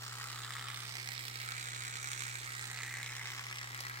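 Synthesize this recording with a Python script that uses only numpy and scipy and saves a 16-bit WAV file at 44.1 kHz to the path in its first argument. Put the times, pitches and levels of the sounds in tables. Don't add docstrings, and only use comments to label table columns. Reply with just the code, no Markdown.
import sys
import numpy as np
from scipy import signal
from scipy.fft import rfft, irfft, next_fast_len
from scipy.io import wavfile

SR = 44100
rng = np.random.default_rng(int(sys.argv[2]) if len(sys.argv) > 2 else 0)


def file_out(sig):
    cols = np.atleast_2d(sig).T
    lim = np.clip(cols, -1, 1)
    pcm = np.round(lim * 32767).astype(np.int16)
    wavfile.write(sys.argv[1], SR, pcm)


N = 176400
TIME_S = np.arange(N) / SR
FFT_SIZE = next_fast_len(N + SR)
BIN_HZ = np.maximum(np.arange(FFT_SIZE // 2 + 1) * SR / FFT_SIZE, 1)

# time in seconds, turns per second.
GEAR_SPEED = [(0, 33.51), (.25, 34.1), (.5, 33.77), (1.05, 33.34), (1.35, 33.76), (1.6, 33.01),
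              (1.9, 33.87), (2.25, 33.55), (2.55, 33.36), (2.8, 33.63), (3.1, 32.72), (3.35, 33.06),
              (3.55, 34.48), (3.8, 33.46), (4, 32.42)]
# place in turns, relative level in dB, timing scatter in turns.
GEAR_CONTACTS = [(-.012, 0, .012), (.045, -8, .015), (0.159, -4.5, .038), (.452, 2.5, .016),
                 (.58, -4.5, .025), (.68, -6, .025)]
# start in seconds, click level in dB.
GEAR_KNOCKS = [(.2861, -9), (.316, -9.5), (.5222, -9), (.6115, -8.5), (.6695, -10), (.969, -5.5),
               (.9995, -8), (1.029, -8), (1.0887, -6.5), (1.1789, -9), (1.3572, -7.5), (1.4155, -8),
               (1.6275, -7.5), (1.6865, -4.5), (1.7472, -8), (1.8063, -8), (1.8369, -7), (1.9558, -6.5),
               (2.0438, -6.5), (2.1321, -7), (2.2213, -4), (2.2809, -7), (2.5511, -7.5), (2.6119, -7.5),
               (2.7887, -8), (2.849, -7.5), (2.9398, -6.5), (2.9702, -6), (3.03, -5.5), (3.062, -6.5),
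               (3.1527, -7.5), (3.2725, -7), (3.3033, -8.5), (3.5125, -7), (3.7466, -4), (3.7765, -7.5),
               (3.8675, -6.5), (3.8975, -8)]
# frequency in Hz, gain in dB.
SHELL_COLOUR = [(100, -44), (250, -16.5), (400, -12), (620, -21.5), (710, -13.5), (810, -6.5), (950, -9),
                (1300, -3), (1650, -2), (1950, -0.5), (2300, -3), (2750, -10), (3150, -11), (3700, -12.5),
                (5000, -11.5), (6200, -9.5), (7300, -3.5), (8600, -5), (9800, -15.5), (12500, -18.5),
                (15000, -16.5)]
# time in seconds, frequency in Hz, left gain in dB, right gain in dB.
LOW_MODE = [(0, 1200, -12, 4), (.2, 1170, -19, 1), (.45, 1270, -4, 3), (.7, 1240, 8, -13),
            (1.1, 1150, 2, -5), (1.5, 1400, -1, 3), (2, 1430, -0.5, -14), (2.45, 1480, 3, -11),
            (3.2, 1010, 7, -7), (4, 1050, -9, -17)]
MAIN_MODE = [(0, 1900, -14, -14), (.5, 1900, -10, -10), (.8, 2200, -8, -3), (1.25, 2130, -1, -6),
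             (1.6, 2300, 1.5, -3), (2.4, 2320, 1.5, -3), (2.55, 1950, -8, -1), (2.72, 1850, -7, -7),
             (2.96, 1980, 3.5, 2.5), (3.13, 2180, 1, -2), (3.43, 2000, -6, -16), (3.65, 2020, -6, -6),
             (4, 2150, -8, -10)]
# time in seconds, frequency in Hz, left gain in dB, right gain in dB.
HIGH_PEAK = [(0, 4460, -18, -22), (.45, 3630, -5, 9), (.8, 3470, 2, 4.5), (1.05, 4140, -20, -6),
             (1.65, 3800, -8, 4), (2.3, 3720, -14, 4), (2.95, 4100, 7, -0.5), (3.4, 3450, -37, -7),
             (4, 4400, 9.5, 1)]
TOP_PEAK = [(0, 4870, -11, -25), (.55, 4900, 0, -32), (.8, 4940, -19, -7), (1.15, 5100, -21, -7),
            (1.45, 5800, 1, -31), (2.1, 5900, -1, 2), (2.5, 5460, 4.5, -12), (2.95, 5400, -2.5, -3),
            (4, 5200, -21, -36)]
BAND_EDGES_HZ = [950, 1600, 2600, 5800, 9800]
# time in seconds, gain in dB, left minus right in dB.
LOW_MID_BAND = [(0.0, 1, 1), (0.45, 3, 8.5), (0.8, -2.5, 8), (1.1, -9.5, -2), (1.5, -1.5, -2),
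                (2.15, 1.5, -3.5), (2.6, -0.5, -6), (2.95, -8, -8), (3.35, 0.8, -4), (3.6, -2.5, -1.5),
                (4.0, 5.8, -5)]
MID_BAND = [(0, -4.5, -2), (.55, -3.5, -2.5), (1.1, 1, -5.5), (1.75, -0.5, -1), (2.2, 0.5, -4),
            (2.7, 1, -2.5), (2.95, 3.5, -0.5), (3.2, 2, -1.5), (3.5, -0.5, 0.5), (4, 1.5, 1)]
HIGH_MID_BAND = [(0.0, 4.5, -2), (0.55, -1, -6), (1.15, 5.5, -8), (1.5, 2.3, -7), (2.15, 0.6, -3.5),
                 (2.6, 1.3, -6.5), (2.95, -1, -6), (3.3, 5, -4), (3.6, 3, -4), (4.0, -0.6, -3)]
TREBLE_BAND = [(0.0, -8.5, -4), (0.5, -7, -6), (0.8, -5, -8), (1.35, -9, -10), (1.6, -3.5, -16),
               (2.2, -2.5, -12), (2.55, -4, -18), (2.95, -7, -7), (3.4, -10.5, -2), (4.0, -14, 4)]
TOP_BAND = [(0, -2, 1), (.6, -4, -3.5), (1.25, -0.5, -7), (1.75, -5.5, -8), (2.35, -2.5, -8.5),
            (2.85, -4, -3.5), (3.3, -5, -2), (4, -4.5, -1)]
# time in seconds, frequency in Hz, cancelled part in dB.
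RIGHT_NOTCH = [(0, 5900, -19), (.55, 5870, -2), (.8, 7230, -2), (1.3, 6500, -2), (1.6, 5400, -3),
               (2.2, 5130, -7), (2.6, 5550, -3), (3.3, 4430, -0.5), (4, 4060, -12)]
# time in seconds, lag of the left ear in milliseconds.
EAR_LAG = [(0, -0.14), (.3, -0.082), (.7, 0.046), (1.1, 0.24), (1.7, 0.38), (2.35, 0.31), (2.55, 0.28),
           (2.75, 0.063), (3.1, -0.06), (3.4, -0.16), (3.7, -0.28), (4, -0.3)]
# start in seconds, click level in dB.
LIGHT_TAPS = [(3.3095, -25), (3.804, -16), (3.8062, -18), (3.8185, -27), (3.8845, -24)]
# frequency in Hz, gain in dB.
TAP_SPECTRUM = [(100, -27), (400, -5), (900, 2), (2400, -2), (6000, 4), (15000, -21)]
# frequency in Hz, rms level in dB.
HUM_TONES = [(59.5, -75), (120, -52.5), (180, -81.5), (360, -79.5), (471, -86)]
# frequency in Hz, relative density in dB.
NOISE_SPECTRUM = [(20, -19), (35, -1.5), (58, -10), (75, -8), (100, -0.5), (160, -4), (260, -9), (450, -11),
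                  (1000, -6.5), (4000, -20), (16000, -36.5)]


def gears(rms_db=-33, first_turn_s=.0211, spread_db=3.5, hiss_db=-2.5, swell_db=2, swell_at_turns=.13):
    turns = np.cumsum(in_time(GEAR_SPEED)[0]) / SR
    place, db, scatter = np.transpose(GEAR_CONTACTS)
    turn = np.arange(-1, int(turns[-1]) + 1)[:, None]
    shape = len(turn), len(place)
    strike_turns = turn + place + scatter * rng.standard_normal(shape)
    start_s = first_turn_s + np.interp(strike_turns, turns, TIME_S, left=-1, right=TIME_S[-1])
    db = db + spread_db * rng.uniform(-1, 1, shape)
    to_knock_s = np.abs(start_s[..., None] - np.array(GEAR_KNOCKS)[:, 0]).min(axis=-1)
    free = to_knock_s > .0025
    clatter = rms_one(strikes(start_s[free], db[free], chatter_db=3.5, decay_s=.0015))
    from_swell_turns = turns - first_turn_s * GEAR_SPEED[0][1] - swell_at_turns
    swell = from_db(swell_db * np.cos(2 * np.pi * 2 * from_swell_turns))
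    hiss = rms_one(swell * rng.standard_normal(N))
    return from_db(rms_db) * rms_one(clatter + from_db(hiss_db) * hiss)


def knocks():
    return strikes(*np.transpose(GEAR_KNOCKS), chatter_db=-4.5, decay_s=.0015)


def shell_ring(x):
    return resonance(x, LOW_MODE, width_hz=244) + resonance(x, MAIN_MODE, width_hz=280)


def phasey_colour(x):
    return resonance(x, HIGH_PEAK, width_hz=650) + resonance(x, TOP_PEAK, width_hz=1000)


def wandering(x, flutter_db=1.8):
    spectrum = rfft(x, FFT_SIZE)
    below = [irfft(spectrum / (1 + (BIN_HZ / hz) ** 12), FFT_SIZE)[:, :N] for hz in BAND_EDGES_HZ] + [x]
    bands = LOW_MID_BAND, MID_BAND, HIGH_MID_BAND, TREBLE_BAND, TOP_BAND
    out = below[0]
    for lower, upper, curve in zip(below, below[1:], bands):
        db, pan_db = in_time(curve)
        gain = from_db(db + flutter_db * drift(points=500))
        ears = from_db(np.array([pan_db, -pan_db]) / 2)
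        out = out + (upper - lower) * gain * ears / np.sqrt(np.mean(ears ** 2, axis=0))
    return out


def notch(x):
    notched = x - resonance(x, RIGHT_NOTCH, width_hz=1000)
    return np.array([x[0], notched[1]])


def taps():
    return coloured(strikes(*np.transpose(LIGHT_TAPS), chatter_db=0, decay_s=.012), TAP_SPECTRUM)


def room(x, scatter_db=2, scatter_above_hz=3120, tail_db=-7, t60_s=.24):
    lag_s = in_time(EAR_LAG)[0] / 1000
    direct = np.array([np.interp(TIME_S - side * lag_s / 2, TIME_S, x) for side in (1, -1)])
    highpass = signal.butter(2, scatter_above_hz, "high", fs=SR, output="sos")
    scatter = signal.sosfilt(highpass, dying_noise(x, decay_s=.0011, shape=(2, N)))
    t = TIME_S[:SR // 2]
    response = rng.standard_normal((2, len(t))) * np.exp(-np.log(1000) * t / t60_s)
    tail = signal.fftconvolve(x[None], rms_one(response) / np.sqrt(len(t)), axes=1)[:, :N]
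    close, far = from_db(scatter_db), from_db(tail_db)
    return (direct + close * scatter + far * tail) / np.sqrt(1 + close ** 2 + far ** 2)


def hum(pan_db=2.5, waver_db=.6):
    tones = np.zeros(N)
    for hz, db in HUM_TONES:
        peak = np.sqrt(2) * from_db(db + waver_db * drift(points=30))
        tones += peak * np.sin(2 * np.pi * (hz * TIME_S + rng.random()))
    return tones * from_db(np.array([[pan_db], [-pan_db]]) / 2)


def room_noise(rms_db=-60, alike_below_hz=338):
    mid, side = rng.standard_normal((2, N))
    side = signal.sosfilt(signal.butter(1, alike_below_hz, "high", fs=SR, output="sos"), side)
    return from_db(rms_db) * rms_one(coloured(np.array([mid + side, mid - side]), NOISE_SPECTRUM))


def strikes(start_s, db, chatter_db, decay_s):
    clicks = np.zeros(N)
    inside = (start_s >= 0) & (start_s < TIME_S[-1])
    np.add.at(clicks, (start_s[inside] * SR).astype(int), from_db(db[inside]))
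    return clicks + from_db(chatter_db) * dying_noise(clicks, decay_s, N)


def dying_noise(x, decay_s, shape):
    r = np.exp(-2 / (decay_s * SR))
    energy = signal.lfilter([1 - r], [1, -r], x ** 2 + 1e-18)
    return np.sqrt(energy) * rng.standard_normal(shape)


def resonance(x, curve, width_hz, block=147):
    hz, *db = in_time(curve)
    r = np.exp(-np.pi * width_hz / SR)
    state, ring = np.zeros((2, 2)), np.zeros((2, N))
    for i in range(0, N, block):
        poles = [1, -2 * r * np.cos(2 * np.pi * hz[i] / SR), r * r]
        ring[:, i:i + block], state = signal.lfilter([1, 0, -1], poles, x[:, i:i + block], zi=state)
    return from_db(db) * (1 - r * r) / 2 * ring


def coloured(x, points):
    hz, db = np.transpose(points)
    gain = from_db(np.interp(np.log(BIN_HZ), np.log(hz), db))
    cepstrum = irfft(np.log(gain), FFT_SIZE)
    cepstrum[1:FFT_SIZE // 2] *= 2
    cepstrum[FFT_SIZE // 2 + 1:] = 0
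    return irfft(rfft(x, FFT_SIZE) * np.exp(rfft(cepstrum)), FFT_SIZE)[..., :N]


def drift(points):
    return np.interp(TIME_S, np.linspace(0, TIME_S[-1], points), rng.standard_normal(points))


def in_time(rows):
    time_s, *columns = np.transpose(rows)
    return [np.interp(TIME_S, time_s, column) for column in columns]


def from_db(db):
    return 10 ** (np.asarray(db) / 20)


def rms_one(x):
    return x / np.sqrt(np.mean(x ** 2) + 1e-20)


def scene():
    whirr = coloured(room(gears() + knocks()), SHELL_COLOUR)
    toy = notch(wandering(whirr + shell_ring(whirr) + phasey_colour(whirr)))
    return toy + room(taps()) + hum() + room_noise()


def record(dry):
    cutoff_hz, transition_hz = 15900, 200
    gain = np.clip((cutoff_hz - BIN_HZ) / transition_hz + .5, 0, 1)
    return irfft(rfft(dry, FFT_SIZE) * gain, FFT_SIZE)[:, :N]


dry = scene()
out = record(dry)
file_out(out)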